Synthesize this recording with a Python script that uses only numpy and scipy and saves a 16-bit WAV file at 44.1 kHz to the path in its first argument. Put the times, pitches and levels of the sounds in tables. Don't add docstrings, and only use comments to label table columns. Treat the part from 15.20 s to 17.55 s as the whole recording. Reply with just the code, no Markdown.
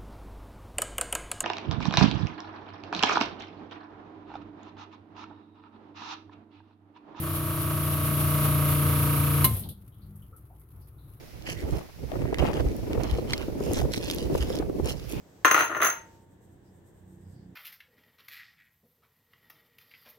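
import sys
import numpy as np
from scipy import signal
from scipy.fft import rfft, irfft, next_fast_len
from scipy.io import wavfile
from scipy.ndimage import uniform_filter1d, minimum_filter1d

SR = 44100
rng = np.random.default_rng(int(sys.argv[2]) if len(sys.argv) > 2 else 0)


def put_to_file(sound):
    columns = np.atleast_2d(sound).T
    safe = np.clip(columns, -1, 1)
    whole_steps = np.round(safe * 32767)
    wavfile.write(sys.argv[1], SR, whole_steps.astype(np.int16))


N = 103635

# start in seconds, knock in dB, ring in dB, clack low-pass in Hz.
CONTACTS = [(0.2467, 5, 4, 7000), (.2505, -9, -6.5, 6014), (.2745, -15, -12, 3897), (.3115, -2, 4.5, 7000),
            (.3442, -2, -1, 7000), (.3635, -7.5, -8.5, 6000), (0.377, -7, -5, 6000),
            (0.3896, -9, -2.5, 6000), (0.398, -8.5, -8.5, 5000), (.407, -7, -5, 5000),
            (.414, -18, -8.5, 4480), (0.4209, -13.5, -10, 4000), (.426, -28.5, -17, 4000),
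            (0.4311, -15.5, -27, 3500), (0.446, -23.5, -7.5, 3000), (.496, -18.5, -26, 1840),
            (.502, -15.5, -22, 1600), (.508, -24.5, -27.5, 1477), (.514, -13.5, -32.5, 1500),
            (0.519, -22, -30, 1505), (0.526, -16, -36.5, 1500), (0.5476, -14, -18, 3000),
            (.557, -20, -24, 1607), (.565, -13, -24.5, 1805), (.570, -14, -16, 1600),
            (0.575, -23.5, -25, 1488), (.582, -22.5, -28, 1500), (.602, -11, -16, 1700),
            (.607, -14, -21, 1800), (.616, -10, -1.5, 7000), (.622, -6.5, -8, 6000), (.628, -8, 2.5, 6000),
            (.6355, -12, -7, 7000), (.6455, -10, 5.5, 5984), (0.6505, -12.5, -16, 5870),
            (.658, -14, -1.5, 5000), (.666, -9, 3.5, 5000), (.674, -21.5, -14, 3934),
            (.688, -18, -24, 4010), (.698, -35, -4.5, 3018), (0.709, -34, -28, 3000)]
# frequency in Hz, left-right coherence from 0 to 1.
ROOM_COHERENCE = [(60, 0.67), (250, .85), (600, 0.33), (2000, .1), (16000, 0.035)]
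# frequency in Hz, left-right coherence from 0 to 1.
SCATTER_COHERENCE = [(300, 1), (1000, .35), (2000, .02), (16000, .02)]
STRIKE_SPREAD_DB = 1


def from_db(db):
    return 10 ** (np.asarray(db) / 20)


def pan(left_over_right_db):
    return from_db([[left_over_right_db / 2], [-left_over_right_db / 2]])


def unit_rms(x):
    return x / np.sqrt(np.mean(x ** 2) + 1e-20)


def at_hz(points, hz, column=1):
    table = np.array(points)
    return np.interp(np.log(np.maximum(hz, 1)), np.log(table[:, 0]), table[:, column])


def colour(x, spectrum):
    size = 2 * next_fast_len(N)
    gain = unit_rms(from_db(at_hz(spectrum, np.fft.rfftfreq(size, 1 / SR))))
    cepstrum = irfft(np.log(gain))
    cepstrum[1:size // 2] *= 2
    cepstrum[size // 2 + 1:] = 0
    return irfft(rfft(x, size) * np.exp(rfft(cepstrum)))[..., :N]


def butterworth(x, order, hz, kind):
    return signal.sosfilt(signal.butter(order, hz, kind, fs=SR, output="sos"), x)


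def stereo_noise(size, coherence):
    mid, side = rfft(rng.standard_normal((2, size)))
    alike = np.clip(at_hz(coherence, np.fft.rfftfreq(size, 1 / SR)), 0, 1)
    return irfft(np.sqrt((1 + alike) / 2) * mid + np.sqrt((1 - alike) / 2) * side * [[1], [-1]], size)


def drift(rate_hz):
    knots = rng.standard_normal(200)
    return np.interp(np.arange(N) / SR * rate_hz, np.arange(len(knots)), knots)


def decay(t, t60_s):
    return from_db(-60 * np.maximum(t, 0) / t60_s) * (t >= 0)


def swell(t, width_s):
    return np.exp(-(2 * t / width_s) ** 2)


def resonator(clicks, hz, t60_s):
    radius, angle = from_db(-60 / (t60_s * SR)), 2 * np.pi * hz / SR
    return signal.lfilter([0, np.sin(angle)], [1, -2 * radius * np.cos(angle), radius ** 2], clicks + 1e-18)


def taps(starts_s, db):
    spread, side = rng.standard_normal((len(starts_s), 2)).T
    clicks = np.zeros(N)
    clicks[(starts_s * SR).astype(int)] = from_db(db - STRIKE_SPREAD_DB * spread) * np.sign(side)
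    return clicks


def room_air(level_db=-58.5):
    # frequency in Hz, relative density in dB.
    spectrum = [(25, -18.5), (60, -6), (100, -2), (200, -8), (260, -8.5), (340, -4), (450, -10.5),
                (650, -16), (950, -19), (1300, -29), (1750, -22.5), (2400, -35.5), (3000, -34), (3500, -33),
                (4400, -41.5), (6000, -40.5), (8000, -34.5), (9700, -47.5), (15000, -40)]
    return from_db(level_db) * unit_rms(colour(stereo_noise(N, ROOM_COHERENCE), spectrum))


def motor(turn_hz=30.85, wander=0.012, waver_db=3.5, pan_db=-2.64):
    # multiple of the turning rate, relative level in dB.
    orders = [(2, -13.5), (3, -0.5), (4, -6), (5, -7.5), (6, -5), (7, -10.5), (9, -12.5), (11, -9)]
    # time in seconds, level in dB.
    envelope = [(0, -63), (.9, -62), (1.35, -57.5), (1.8, -56.5), (2.051, -50.5), (2.28, -48), (2.35, -57)]
    phase = 2 * np.pi * np.cumsum(turn_hz * (1 + wander * drift(rate_hz=7.4))) / SR
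    hum = 0
    for order, db in orders:
        gain = from_db(db + waver_db * drift(rate_hz=12))
        hum += gain * np.cos(order * phase + rng.uniform(0, np.pi / 2))
    level_db = np.interp(np.arange(N) / SR, *np.transpose(envelope))
    return from_db(level_db) * unit_rms(hum) * pan(pan_db)


def wire_rubs(band_hz=480):
    # centre in seconds, width in seconds, level in dB, resonance in Hz.
    rubs = [(1.477, .08, -77.5, 5100), (2.074, 0.11, -80.5, 5000), (2.187, 0.15, -74.5, 4750)]
    t, out = np.arange(N) / SR, 0
    for centre_s, width_s, db, hz in rubs:
        friction = butterworth(rng.standard_normal((2, N)), 1, [hz - band_hz / 2, hz + band_hz / 2], "band")
        out += from_db(db) * swell(t - centre_s, width_s) * unit_rms(friction)
    return out


def sieve_rustle(level_db=-61.5, end_s=1.063, fade_s=0.11):
    # frequency in Hz, relative density in dB.
    spectrum = [(100, -6), (300, 1.5), (500, 5), (1000, -6), (2000, -12), (4000, -15.5), (8000, -12.5),
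                (9700, -30), (12000, -16.5), (15500, -22)]
    envelope = from_db(level_db) * np.clip((end_s - np.arange(N) / SR) / fade_s, 0, 1)
    return envelope * colour(stereo_noise(N, ROOM_COHERENCE), spectrum)


def flour():
    # centre in seconds, width in seconds, level in dB.
    shakes = [(1.03, 0.066, -74), (1.127, .06, -73.5), (1.242, .06, -69), (1.329, 0.078, -73),
              (1.469, 0.071, -76.5), (1.56, 0.1, -73.5), (1.679, 0.056, -68.5), (1.78, 0.11, -73),
              (1.924, 0.11, -70), (2.025, .06, -73.5), (2.118, 0.1, -70.5)]
    # frequency in Hz, relative density in dB.
    spectrum = [(500, -7), (1800, -10), (3000, -10), (5800, 1), (7200, 9), (8500, 16), (9400, -13),
                (10800, 0), (12000, 11), (15500, -8)]
    t = np.arange(N) / SR
    envelope = sum(from_db(db) * swell(t - centre_s, width_s) for centre_s, width_s, db in shakes)
    return envelope * colour(rng.standard_normal((2, N)), spectrum)


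def bowl_note():
    # start in seconds, level in dB, frequency in Hz, T60 in seconds.
    free_rings = [(.4315, -35, 927, .28), (.674, -46.5, 910, 1.1)]
    t = np.arange(N) / SR
    return sum(from_db(db) * np.sin(2 * np.pi * hz * (t - start_s)) * decay(t - start_s, t60_s)
               for start_s, db, hz, t60_s in free_rings)


def bowl_thud(gain_db=-37, t60_s=0.057, knock_share=0.53, pan_db=2.5):
    # frequency in Hz, relative density in dB.
    spectrum = [(30, -23.5), (70, -5), (110, -1.5), (180, -3.5), (240, -5.5), (300, 2), (420, 1.5),
                (700, 2.5), (900, -3), (1500, -25), (4000, -49.5)]
    t = np.arange(N) / SR
    power = sum((from_db(knock_share * knock_db) * decay(t - start_s, t60_s)) ** 2
                for start_s, knock_db, _, _ in CONTACTS)
    shake = colour(np.sqrt(power) * stereo_noise(N, ROOM_COHERENCE), spectrum)
    return from_db(gain_db) * shake * pan(pan_db)


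def sieve_clack(rise_s=0.00029, mesh_db=-13, mesh_t60_s=0.036, radiate_above_hz=430, pan_db=2):
    # frequency in Hz, relative level in dB, T60 in seconds.
    frame_modes = [(297.6, -29.5, 0.12), (410, -24, .035), (520, -23.5, 0.026), (666.2, -19, 0.018),
                   (1049.7, -21.5, 0.062), (1227, -15.5, 0.02), (1415.6, -10, 0.029), (1646, -18.5, 0.021),
                   (1872, -14, 0.021), (2210, -15, 0.0099), (2850, -24.5, 0.0064), (4085, -25, .012)]
    # frequency in Hz, relative density in dB.
    mesh_spectrum = [(100, -34.5), (220, -27.5), (300, -5.5), (500, -7), (800, -1.5), (1100, 0),
                     (1500, -0.5), (2700, -2), (3400, -13), (5000, -23), (6400, -19.5), (7700, -15),
                     (9200, -35.5), (10700, -11.5), (11700, -14), (13200, -12), (14500, -27.5)]
    t = np.arange(SR // 8) / SR
    attack = 1 - np.exp(-t / rise_s)
    frame, mesh = np.zeros((2, 2, N))
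    for start_s, knock_db, _, cutoff_hz in CONTACTS:
        modes = 0
        for k, (hz, db, t60_s) in enumerate(frame_modes):
            gain = (-1) ** k * from_db(db - STRIKE_SPREAD_DB * rng.standard_normal((2, 1)))
            modes += gain * np.sin(2 * np.pi * hz * t) * decay(t, t60_s)
        crash = from_db(mesh_db) * stereo_noise(len(t), SCATTER_COHERENCE) * decay(t, mesh_t60_s)
        start = int(start_s * SR)
        for track, hit in (frame, modes), (mesh, crash):
            softened = butterworth(hit * attack, 2, cutoff_hz, "low")
            track[:, start:start + len(t)] += from_db(knock_db) * softened
    return butterworth(frame + colour(mesh, mesh_spectrum), 2, radiate_above_hz, "high") * pan(pan_db)


def bowl_clink(half_band=0.11):
    # frequency in Hz, relative level in dB, T60 in seconds, left over right in dB.
    modes = [(1046, -45, .2, 1), (1392, -37, .22, 0), (1688, -41, .18, 0), (1903, -42, .15, 0),
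             (2164, -55, .4, 0), (3480, -54, .2, 0), (6240, -28, .03, -1), (6302, -32, .16, -2),
             (6350, -30, .025, -1), (9825, -46, .04, 0), (10380, -39, .03, 3), (10780, -32, .035, 2),
             (10880, -34, .02, 1), (12480, -38, .03, 1), (12643, -40, .07, 2), (12950, -36, .025, 0),
             (13360, -37, .025, 0), (15581, -34, .05, -3), (15660, -36, .03, -3)]
    starts_s, _, ring_db, _ = np.transpose(CONTACTS)
    out = 0
    for hz, db, t60_s, pan_db in modes:
        band_hz = [hz * (1 - half_band), hz * (1 + half_band)]
        drive = butterworth(taps(starts_s, ring_db + db), 1, band_hz, "band")
        out += resonator(drive, hz, t60_s) * pan(pan_db)
    return out


def kitchen(x, tail_delay_s=0.0037, scatter_db=-5, scatter_t60_s=0.044, right_lag_s=23e-6):
    # frequency in Hz, tail gain in dB, T60 in seconds.
    reverb = [(150, -8.5, 0.47), (400, -0.5, 0.39), (1300, -0.5, 0.3), (3000, -2, 0.36), (6300, 3, 0.25),
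              (11080, -6.5, .27), (16000, 4.5, 0.15)]
    t, edges_hz = np.arange(SR // 2) / SR, np.geomspace(100, 17000, 12)
    white = [stereo_noise(len(t), ROOM_COHERENCE) for _ in range(2)]
    tail = 0
    for k, (low_hz, high_hz) in enumerate(zip(edges_hz, edges_hz[1:])):
        hz = np.sqrt(low_hz * high_hz)
        envelope = decay(t - tail_delay_s, at_hz(reverb, hz, column=2))
        band = butterworth(white[k % 2], 2, [low_hz, high_hz], "band")
        tail += from_db(at_hz(reverb, hz)) * band * envelope / np.linalg.norm(envelope)
    scatter = stereo_noise(len(t), SCATTER_COHERENCE) * decay(t, scatter_t60_s)
    echoes = tail + from_db(scatter_db) * scatter / np.linalg.norm(scatter[0])
    right = np.interp(np.arange(N) - right_lag_s * SR, np.arange(N), x[1])
    return np.array([x[0], right]) + signal.fftconvolve(x, echoes, axes=1)[:, :N]


def scene():
    knocks = kitchen(sieve_clack() + bowl_clink() + bowl_thud())
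    return knocks + bowl_note() + sieve_rustle() + flour() + wire_rubs() + motor() + room_air()


def record(dry):
    ceiling, smooth_s, cutoff_hz = 0.97, 0.004, 15900
    size = int(smooth_s * SR)
    allowed = ceiling / np.maximum(np.abs(dry).max(axis=0), ceiling)
    gain = uniform_filter1d(minimum_filter1d(allowed, 2 * size), size)
    return signal.sosfilt(signal.ellip(10, 0.2, 80, cutoff_hz, fs=SR, output="sos"), gain * dry)


dry = scene()
out = record(dry)
put_to_file(out)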